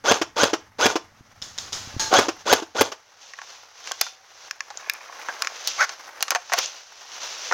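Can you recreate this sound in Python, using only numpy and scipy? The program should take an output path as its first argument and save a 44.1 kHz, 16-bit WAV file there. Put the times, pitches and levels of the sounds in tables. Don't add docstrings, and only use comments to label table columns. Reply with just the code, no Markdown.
import sys
import numpy as np
from scipy import signal
from scipy.fft import rfft, irfft, next_fast_len
from scipy.io import wavfile
from scipy.ndimage import uniform_filter1d

SR = 44100
rng = np.random.default_rng(int(sys.argv[2]) if len(sys.argv) > 2 else 0)


def unload_audio(sound):
    columns = np.transpose(np.atleast_2d(sound))
    steps = np.round(np.clip(columns, -1, 1) * 32767)
    wavfile.write(sys.argv[1], SR, steps.astype(np.int16))


N = 332479
TIME = np.arange(N) / SR
AGE = TIME[:SR // 2]

# frequency in Hz, level in dB.
SPIT_COLOUR = [(5000, -46), (8500, -3.5), (11000, -0.5), (13000, 0.5), (15500, -0.5)]
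# frequency in Hz, level in dB.
EDGE_COLOUR = [(1500, -30), (2800, 11.5), (5000, 15.5), (6800, 11), (8200, -4), (15000, -27)]
# centre in Hz, width in Hz, lift in dB.
SHELL_RESONANCES = [(750, 180, 4), (1117, 14, 6), (1465, 87, 3.5), (1850, 56, 2.5), (2500, 290, 2),
                    (4530, 430, 2.5), (6200, 390, 6.5)]
# centre in Hz, width in Hz, lift in dB.
CLICK_RESONANCES = [(1097, 53, 9), (1724, 160, 5), (2440, 230, 11), (4470, 220, 4), (5470, 700, 8),
                    (6670, 760, 9)]


def undb(db):
    return 10 ** (np.asarray(db) / 20)


def unit(x):
    return x / np.sqrt(np.mean(x ** 2))


def blow(x, db):
    return x * undb(db) / np.sqrt(np.sum(x ** 2) / (SR / 100))


def add(track, s, x):
    i = max(int(s * SR), 0)
    track[i:i + len(x)] += x[:max(N - i, 0)]


def colour(x, points, peaks=()):
    size = 2 * next_fast_len(len(x) // 2 + 2048)
    f = np.arange(size // 2 + 1) * SR / size + 1
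    hz, db = np.transpose(points)
    db = np.interp(np.log(f), np.log(hz), db)
    for centre, width, lift in peaks:
        db = db + 10 * np.log10(1 + (undb(lift) ** 2 - 1) / (1 + (2 * (f - centre) / width) ** 2))
    cepstrum = irfft(db * np.log(10) / 20)[:size // 2]
    cepstrum[0] /= 2
    return irfft(rfft(x, size) * np.exp(rfft(2 * cepstrum, size)))[:len(x)]


def low_cut(x, hz):
    return signal.sosfilt(signal.butter(2, hz, "high", fs=SR, output="sos"), x)


def disperse(x, lag_s):
    size = 2 * next_fast_len(len(x))
    f = np.arange(size // 2 + 1) * SR / size
    delay = np.exp(-4j * np.pi * lag_s * np.sqrt(1000 * f))
    return irfft(rfft(x, size) * delay, size)[:len(x)]


def fade(t60):
    return np.exp(-np.log(1000) * AGE / t60)


def burst(t60, rise=0):
    return rng.standard_normal(len(AGE)) * fade(t60) * (1 - np.exp(-AGE / (rise + 1e-6)))


def ring(modes):
    return sum(undb(db) * fade(t60) * np.sin(2 * np.pi * hz * AGE) for hz, db, t60 in modes)


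def contact(t60, chatter_db=2):
    chatter = blow(burst(t60), 0) / np.sqrt(SR / 100)
    return (AGE == 0) + undb(chatter_db) * chatter


def walk(rate):
    knots = np.arange(0, N / SR + 1, 1 / rate)
    return np.interp(TIME, knots, rng.standard_normal(len(knots)))


def rumble():
    # time in seconds, level in dB.
    course = [(0, -58), (1.2, -61.5), (2.05, -49.5), (3.05, -77.5), (7.5, -78.5)]
    # frequency in Hz, level in dB.
    rumble_colour = [(25, -2), (60, -2), (100, 10), (140, -2), (250, -2), (500, -32)]
    level_db = np.interp(TIME, *np.transpose(course))
    return unit(colour(rng.standard_normal(N), rumble_colour)) * undb(level_db)


def stirring():
    # fastest moment in seconds, swell in seconds, settling in seconds, rubbing level in dB,
    # swish level in dB.
    moves = [(1.85, 0.63, 1.4, -45.5, -44), (3.216, 0.012, 0.5, -66, -50), (3.52, 0.55, 0.33, -49, -44),
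             (3.895, 0.23, 0.26, -42.5, -38.5), (4.04, 0.062, 0.11, -55, -34),
             (4.45, 0.31, 0.19, -49.5, -45.5), (4.82, 0.42, 0.62, -49.5, -49.5), (5.3, 1, 1.8, -41, -43.5),
             (5.7, 0.4, 0.45, -46.5, -35), (6.2, 1, 0.29, -43.5, -57), (6.59, 0.044, 0.023, -25, -23.5),
             (6.6, 0.21, 0.34, -39.5, -33), (6.645, 0.15, 0.05, -45, -28.5), (7.29, 0.57, 0.23, -40.5, -36),
             (7.5, 0.5, 0.19, -38.5, -32.5)]
    range_db = 22
    power = undb([[-58], [-64.5]]) ** 2
    for s, swell_s, settle_s, rub_db, swish_db in moves:
        away = np.maximum((s - TIME) / swell_s, (TIME - s) / settle_s)
        power = power + (undb([[rub_db], [swish_db]]) * undb(-range_db * away)) ** 2
    return np.sqrt(power)


def kit(grain_db=1.5, flutter_db=1.8, tick_db=-1, ticks_per_s=30):
    # frequency in Hz, level in dB.
    rub_colour = [(120, -37), (300, -13), (500, -1), (820, 1.5), (1500, 1.5), (2200, -2.5), (4000, -25)]
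    # frequency in Hz, level in dB.
    swish_colour = [(1200, -23), (2700, 1), (4500, 0), (6200, 4.5), (7000, -6), (8200, -23), (15000, -42)]
    catches = undb(grain_db * walk(500) + flutter_db * walk(41))
    taps = (rng.random(N) < ticks_per_s / SR) * rng.uniform(-0.79, 1, N)
    ticks = signal.fftconvolve(taps, blow(contact(0.048, chatter_db=3), tick_db))[:N]
    rubbing, swishing = stirring()
    rub = unit(colour(catches * rng.standard_normal(N) + 2 * ticks, rub_colour)) * rubbing
    swish = unit(colour(catches * rng.standard_normal(N) + .5 * ticks, swish_colour)) * swishing
    return rub + swish


def motor(wind_s):
    start_hz, full_hz = 350.4, 1699
    spin_up_s, spin_up_power = .031, 1.6
    engage_s, coast_s = 0.0033, .1
    unloaded_db, coast_db_per_s = -3, 67.5
    driven_hz = full_hz - (full_hz - start_hz) * np.exp(-(AGE / spin_up_s) ** spin_up_power)
    hz = driven_hz * np.clip(1 - (np.maximum(AGE - wind_s, 0) / coast_s) ** 2, 0, 1)
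    coasting = undb(unloaded_db - coast_db_per_s * (AGE - wind_s))
    load = (1 - np.exp(-AGE / engage_s)) * np.where(AGE < wind_s, 1, coasting)
    return hz, load * hz / full_hz


def gears(wind_s, whine_db=-0.5, coast_db=-7):
    # centre in Hz, width in Hz, lift in dB.
    gearbox = [(580, 140, 4.5), (915, 61, 5.5), (1180, 42, 8.5), (1457, 54, 14), (1664, 60, 5),
               (3406, 150, 11), (6260, 140, 14), (6520, 190, 5)]
    # frequency in Hz, level in dB.
    clatter_colour = [(40, -25), (190, -14.5), (330, 0), (480, 1.5), (900, 3), (1600, -5), (2000, -5.5),
                      (5000, -5), (6800, -8), (8200, -25), (15000, -32.5)]
    # multiple of the mesh rate, level in dB.
    gear_tones = [(.35, -5), (1, 0), (1.999, -2), (4.001, -1.5)]
    rough, scatter_db, tooth_share = .025, 3.0, .3
    hz, effort = motor(wind_s)
    wobble = unit(uniform_filter1d(rng.standard_normal(len(AGE)), size=60))
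    teeth = np.cumsum(hz * (1 + rough * wobble)) / SR
    force = undb(scatter_db * rng.standard_normal(len(AGE)))[teeth.astype(int)]

    strikes = np.exp(-(teeth % 1) / tooth_share)
    strikes = strikes + np.exp(-(teeth * gear_tones[0][0] % 1) / (tooth_share / 2))
    damped = [(centre, width, db / 2) for centre, width, db in gearbox]
    clatter = colour(force * strikes * rng.standard_normal(len(AGE)) * effort, clatter_colour, damped)

    load = np.where(AGE < wind_s, 1, undb(coast_db))
    tones = sum(undb(db) * np.sin(2 * np.pi * multiple * teeth) for multiple, db in gear_tones)
    whine = colour(force * tones * effort * load, clatter_colour, gearbox)
    mix = (unit(clatter) + undb(whine_db) * unit(whine)) / np.hypot(1, undb(whine_db))
    return mix * np.sqrt(np.mean(effort ** 2))


def rifle(thump_hz=440, bounce_s=.0062, bounce_db=-3, recoil_s=0.022, recoil_db=-15,
          stock_db=-33, start_db=-31):
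    # piston slam in seconds, wind-up time in seconds, gear level in dB,
    # piston thump in dB, air crack in dB, muzzle spit in dB.
    shots = [(0.1134, 0.075, -16, -16, -12.5, -51.5), (0.433, 0.074, -17, -13.5, -12, -43),
             (.858, 0.075, -16, -14, -14, -34), (2.188, 0.081, -15, -13, -14, -47),
             (2.527, 0.072, -17.5, -12.5, -10, -23.5), (2.8102, 0.064, -20.5, -14.5, -11, -23.5)]
    # frequency in Hz, level in dB.
    crack_colour = [(50, -32), (280, 1.5), (700, 3.5), (1600, -1.5), (2200, -4), (6500, -10), (8200, -20.5),
                    (15000, -33)]
    thump = ring([(thump_hz, 0, .016), (720, -4, .012), (270, -12, .025)])
    thump = low_cut(thump * (1 - fade(0.015)), 230)
    stock = low_cut(ring([(99.5, 6.5, 0.15), (880, -16, 1.0)]) * (1 - fade(0.0062)), 54)
    out = np.zeros(N)
    for s, wind_s, gear_db, thump_db, crack_db, spit_db in shots:
        add(out, s - wind_s, undb(gear_db) * gears(wind_s))
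        add(out, s - wind_s + 0.0066, blow(thump, start_db))
        add(out, s - .012, blow(stock, stock_db))
        add(out, s, blow(thump, thump_db))
        add(out, s + recoil_s, blow(thump, thump_db + recoil_db))
        for lag_s, db in ((0, -2), (bounce_s, bounce_db)):
            add(out, s + lag_s, blow(colour(burst(0.03), crack_colour), crack_db + db))
            add(out, s + lag_s, blow(colour(burst(0.029), SPIT_COLOUR), spit_db + db))
    return out


def pellets(second_s=0.0053, tail_db=-14):
    # time in seconds, drum level in dB, rattle level in dB.
    hits = [(0.214, -20.5, -21), (0.5316, -19, -20.5), (0.9554, -20, -21), (2.2831, -20.5, -22.5),
            (2.6217, -28.5, -34.5), (2.917, -68.5, -31)]
    # frequency in Hz, level in dB, t60 in seconds.
    panel_modes = [(331.6, 17, 0.053), (408, 11.5, 0.041)]
    # frequency in Hz, level in dB.
    panel_colour = [(100, -36.5), (300, -1), (700, 4), (1450, 1.5), (2000, -6.5), (2800, -3), (4000, -10),
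                    (5700, -4), (6800, -9.5), (8200, -27), (15000, -34)]
    drum = low_cut(ring(panel_modes) * (1 - fade(0.013)), 240)
    out = np.zeros(N)
    for s, drum_db, rattle_db in hits:
        add(out, s, blow(drum, drum_db))
        add(out, s, blow(colour(burst(0.051, rise=0.0014), panel_colour), rattle_db - 2.0))
        rattle = burst(0.065) + undb(tail_db) * burst(0.15)
        add(out, s + second_s, blow(colour(rattle, panel_colour), rattle_db))
    return out


def bumps():
    # time in seconds, level in dB.
    nudges = [(1.208, -44), (1.42, -46), (1.874, -39.5), (1.942, -39), (1.965, -27.5)]
    nudge = ring([(115, -2.5, 0.031), (235, -4, 0.0193)]) * (1 - fade(0.0095))
    out = np.zeros(N)
    for s, db in nudges:
        add(out, s, blow(nudge, db))
    return out


def yard(ping_s=1.996):
    # time in seconds, level in dB, echo level in dB.
    snaps = [(1.4226, -30, -31.5), (1.584, -26.5, -29), (1.729, -27, -24)]
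    # frequency in Hz, level in dB.
    snap_colour = [(200, -8.5), (700, -9), (1400, -5), (2600, -11), (3500, -4), (4400, -4.5), (5100, -1),
                   (5900, -2), (6700, -1), (8200, -20.5), (15000, -29.5)]
    # centre in Hz, width in Hz, lift in dB.
    snap_ring = [(3620, 300, 18), (5180, 170, 12.5), (6700, 300, 12)]
    # frequency in Hz, level in dB, t60 in seconds.
    ping_modes = [(880, 0.5, 0.82), (1630, 2.5, .3), (3700, -12, .28), (4226, 3, .45), (5103, -6, .22),
                  (6550, 9.5, 0.29)]
    out = np.zeros(N)
    for s, db, echo_db in snaps:
        add(out, s - .005, blow(colour(burst(0.014), snap_colour), db - 9.5))
        add(out, s, blow(colour(burst(0.027), snap_colour, snap_ring), db))
        add(out, s, blow(colour(burst(0.52, rise=0.0032), snap_colour), echo_db))
    flutter = undb(2 * walk(110)[:len(AGE)])
    add(out, ping_s, blow(ring(ping_modes) * flutter, -19.5))
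    add(out, ping_s, blow(colour(burst(0.47), snap_colour), -17.5))
    return out


def magazine(low_db=-13, shoulder_db=-2, high_db=-16):
    # time in seconds, body level in dB,
    # edge level in dB, t60 in seconds, extra resonance of the spot in Hz.
    knocks = [(2.1268, -10, -37, 0.23, 755), (2.139, -13, -19.5, 0.13, 1140),
              (3.335, -38, -44, 0.025, 1900), (3.3875, -34, -50, 0.022, 1100),
              (3.416, -36.5, -44, 0.037, 1640), (3.8735, -36, -35.5, 0.027, 2200),
              (3.912, -30, -40, 0.048, 1100), (3.918, -33.5, -26.5, 0.013, 1600),
              (4.0108, -28, -24, 0.065, 1550), (4.0128, -26, -19.3, 0.02, 2150),
              (4.065, -35, -41.5, 0.03, 1400), (4.703, -35.5, -41, 0.066, 840),
              (5.2856, -23.5, -41, 0.065, 1640), (5.6738, -38, -20, 0.073, 1500),
              (5.8925, -33.5, -31.5, 0.041, 890), (6.2068, -37, -31.5, 0.12, 2910),
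              (6.2256, -24.5, -20, 0.028, 2820), (6.281, -31.5, -33, 0.043, 1200),
              (6.3055, -23, -20.5, 0.033, 2480), (6.3171, -22, -29, 0.068, 1100),
              (6.349, -20.5, -25, 0.041, 1900), (6.3574, -20.5, -27.5, 0.049, 718),
              (6.497, -36, -44, 0.038, 1400), (6.5195, -23, -37, 0.045, 1100),
              (6.526, -23, -30, 0.036, 1850), (6.535, -17, -21.5, 0.043, 707), (7.512, -20, -50, 0.08, 560),
              (7.523, -18, -30, 0.035, 1390)]
    # frequency in Hz, level in dB,
    # t60 in seconds.
    release_modes = [(765, -34, .85), (3560, -18, .27), (4980, 0, .037), (6420, -23, .2)]
    out = np.zeros(N)
    for s, body_db, edge_db, t60, ring_hz in knocks:
        hz = 1440 * (0.038 / t60) ** 0.26
        low_hz = min(hz * hz / 2500, .9 * hz)
        outline = [(low_hz / 5.5, -46), (low_hz / 2, low_db), (low_hz, -1), (hz, 0),
                   (hz * 1.44, shoulder_db), (hz * 2.3, high_db), (hz * 7, -50)]
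        touch = contact(t60, chatter_db=2.5)
        spot = (ring_hz, ring_hz / 20, 10.5)
        body = colour(touch, outline, [*SHELL_RESONANCES, spot])
        edge = colour(touch, EDGE_COLOUR, SHELL_RESONANCES)
        add(out, s, blow(body, body_db) + blow(edge, edge_db))
        snap_db = -20.5 + 3.3 * (edge_db + 20) - 130 * t60
        add(out, s, blow(colour(contact(t60 / 2), SPIT_COLOUR), snap_db))
    release = low_cut(ring(release_modes), release_modes[0][0] / 2)
    add(out, 4.0125, blow(release, -22.5))
    return disperse(out, lag_s=0.001185)


def click(hz, t60, under_db=-30, over_db=-14):
    # frequency in Hz, level in dB.
    click_band = [(7000, 1), (8500, -24)]
    outline = [(hz / 3.4, under_db), (hz / 1.36, -3), (hz, 0), (hz * 2, over_db), (hz * 4, -45)]
    return colour(colour(contact(t60), outline, CLICK_RESONANCES), click_band)


def pouch(t60=0.013):
    # time in seconds, centre in Hz,
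    # body level in dB, edge level in dB, snap level in dB.
    clicks = [(4.51, 1410, -30.5, -30, -48), (4.6056, 1700, -27.5, -32, -59), (4.773, 7070, -33, -44, -74),
              (4.8973, 2290, -21, -26, -30), (4.936, 8000, -41.5, -58, -40), (5.421, 1510, -25, -22, -34),
              (5.447, 1590, -31, -36, -55), (5.4717, 1750, -24.5, -28, -53), (6.587, 4396, -24, -25, -30),
              (6.659, 6000, -31, -38, -64)]
    rummage_start_s, rummage_end_s, catch_count = 4.68, 5.55, 60
    catch_hz, loudest_db, range_db = 1300, -41, 10
    out = np.zeros(N)
    for s, hz, body_db, edge_db, snap_db in clicks:
        edge = colour(contact(t60), EDGE_COLOUR, CLICK_RESONANCES)
        add(out, s, blow(click(hz, t60), body_db) + blow(edge, edge_db))
        add(out, s, blow(colour(contact(t60 / 2), SPIT_COLOUR), snap_db))
    for when, pitch, softness in rng.random((catch_count, 3)):
        s = rummage_start_s + when * (rummage_end_s - rummage_start_s)
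        hz = catch_hz * 2 ** (2 * pitch - 1)
        add(out, s, blow(click(hz, 2 * t60), loudest_db - range_db * softness))
    return disperse(out, lag_s=0.00062)


def stroke(s, attack_s, hold_s, release_s):
    return np.interp(TIME, s + np.cumsum([0, attack_s, hold_s, release_s]), [0, 1, 1, 0])


def drag(drag_db=-20.5, rough=.025):
    # frequency in Hz, level in dB.
    drag_colour = [(250, -42), (600, -7), (2150, -1.5), (2700, -16), (6400, -11), (8200, -35)]
    # time in seconds, stick-slip rate in Hz, level in dB.
    squeak_course = [(5.787, 1130, -36), (5.819, 1556, -13.5), (5.844, 1425, -35)]
    slips = rng.standard_normal(N) * undb(2.3 * walk(770))
    push = stroke(5.764, attack_s=0.044, hold_s=0.038, release_s=0.016) ** 2
    scrape = undb(drag_db) * push * unit(colour(slips, drag_colour, SHELL_RESONANCES))
    s, hz, db = np.transpose(squeak_course)
    slip_hz = np.interp(TIME, s, hz) * (1 + rough * walk(900))
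    phase = 2 * np.pi * np.cumsum(slip_hz) / SR
    grip = np.interp(TIME, s, undb(db), left=0, right=0) * undb(2 * walk(500))
    return scrape + grip * np.sin(phase)


def porch(x, t60=0.26):
    tail = colour(burst(t60, rise=0.02), [(300, -3.0), (1000, 4.0), (7000, 4.5), (15000, -8.0)])
    return signal.fftconvolve(x, tail / np.sqrt(np.sum(tail ** 2)))[:N]


def scene(shot_wet_db=-21, handling_wet_db=-22, side_db=-28):
    firing = rifle() + pellets() + yard()
    handling = magazine() + pouch() + drag() + kit() + bumps()
    echo = porch(undb(shot_wet_db) * firing + undb(handling_wet_db) * handling)
    mid = firing + handling + rumble() + echo
    side = undb(side_db) * colour(porch(mid, t60=0.021), [(300, -8), (1200, 3.5), (14000, 4)])
    return np.array([mid + side, mid - side])


def record(dry, top_hz=15800):
    top_cut = signal.ellip(8, .2, 70, top_hz, fs=SR, output="sos")
    return signal.sosfilt(top_cut, np.clip(dry, -1, 1))


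dry = scene()
out = record(dry)
unload_audio(out)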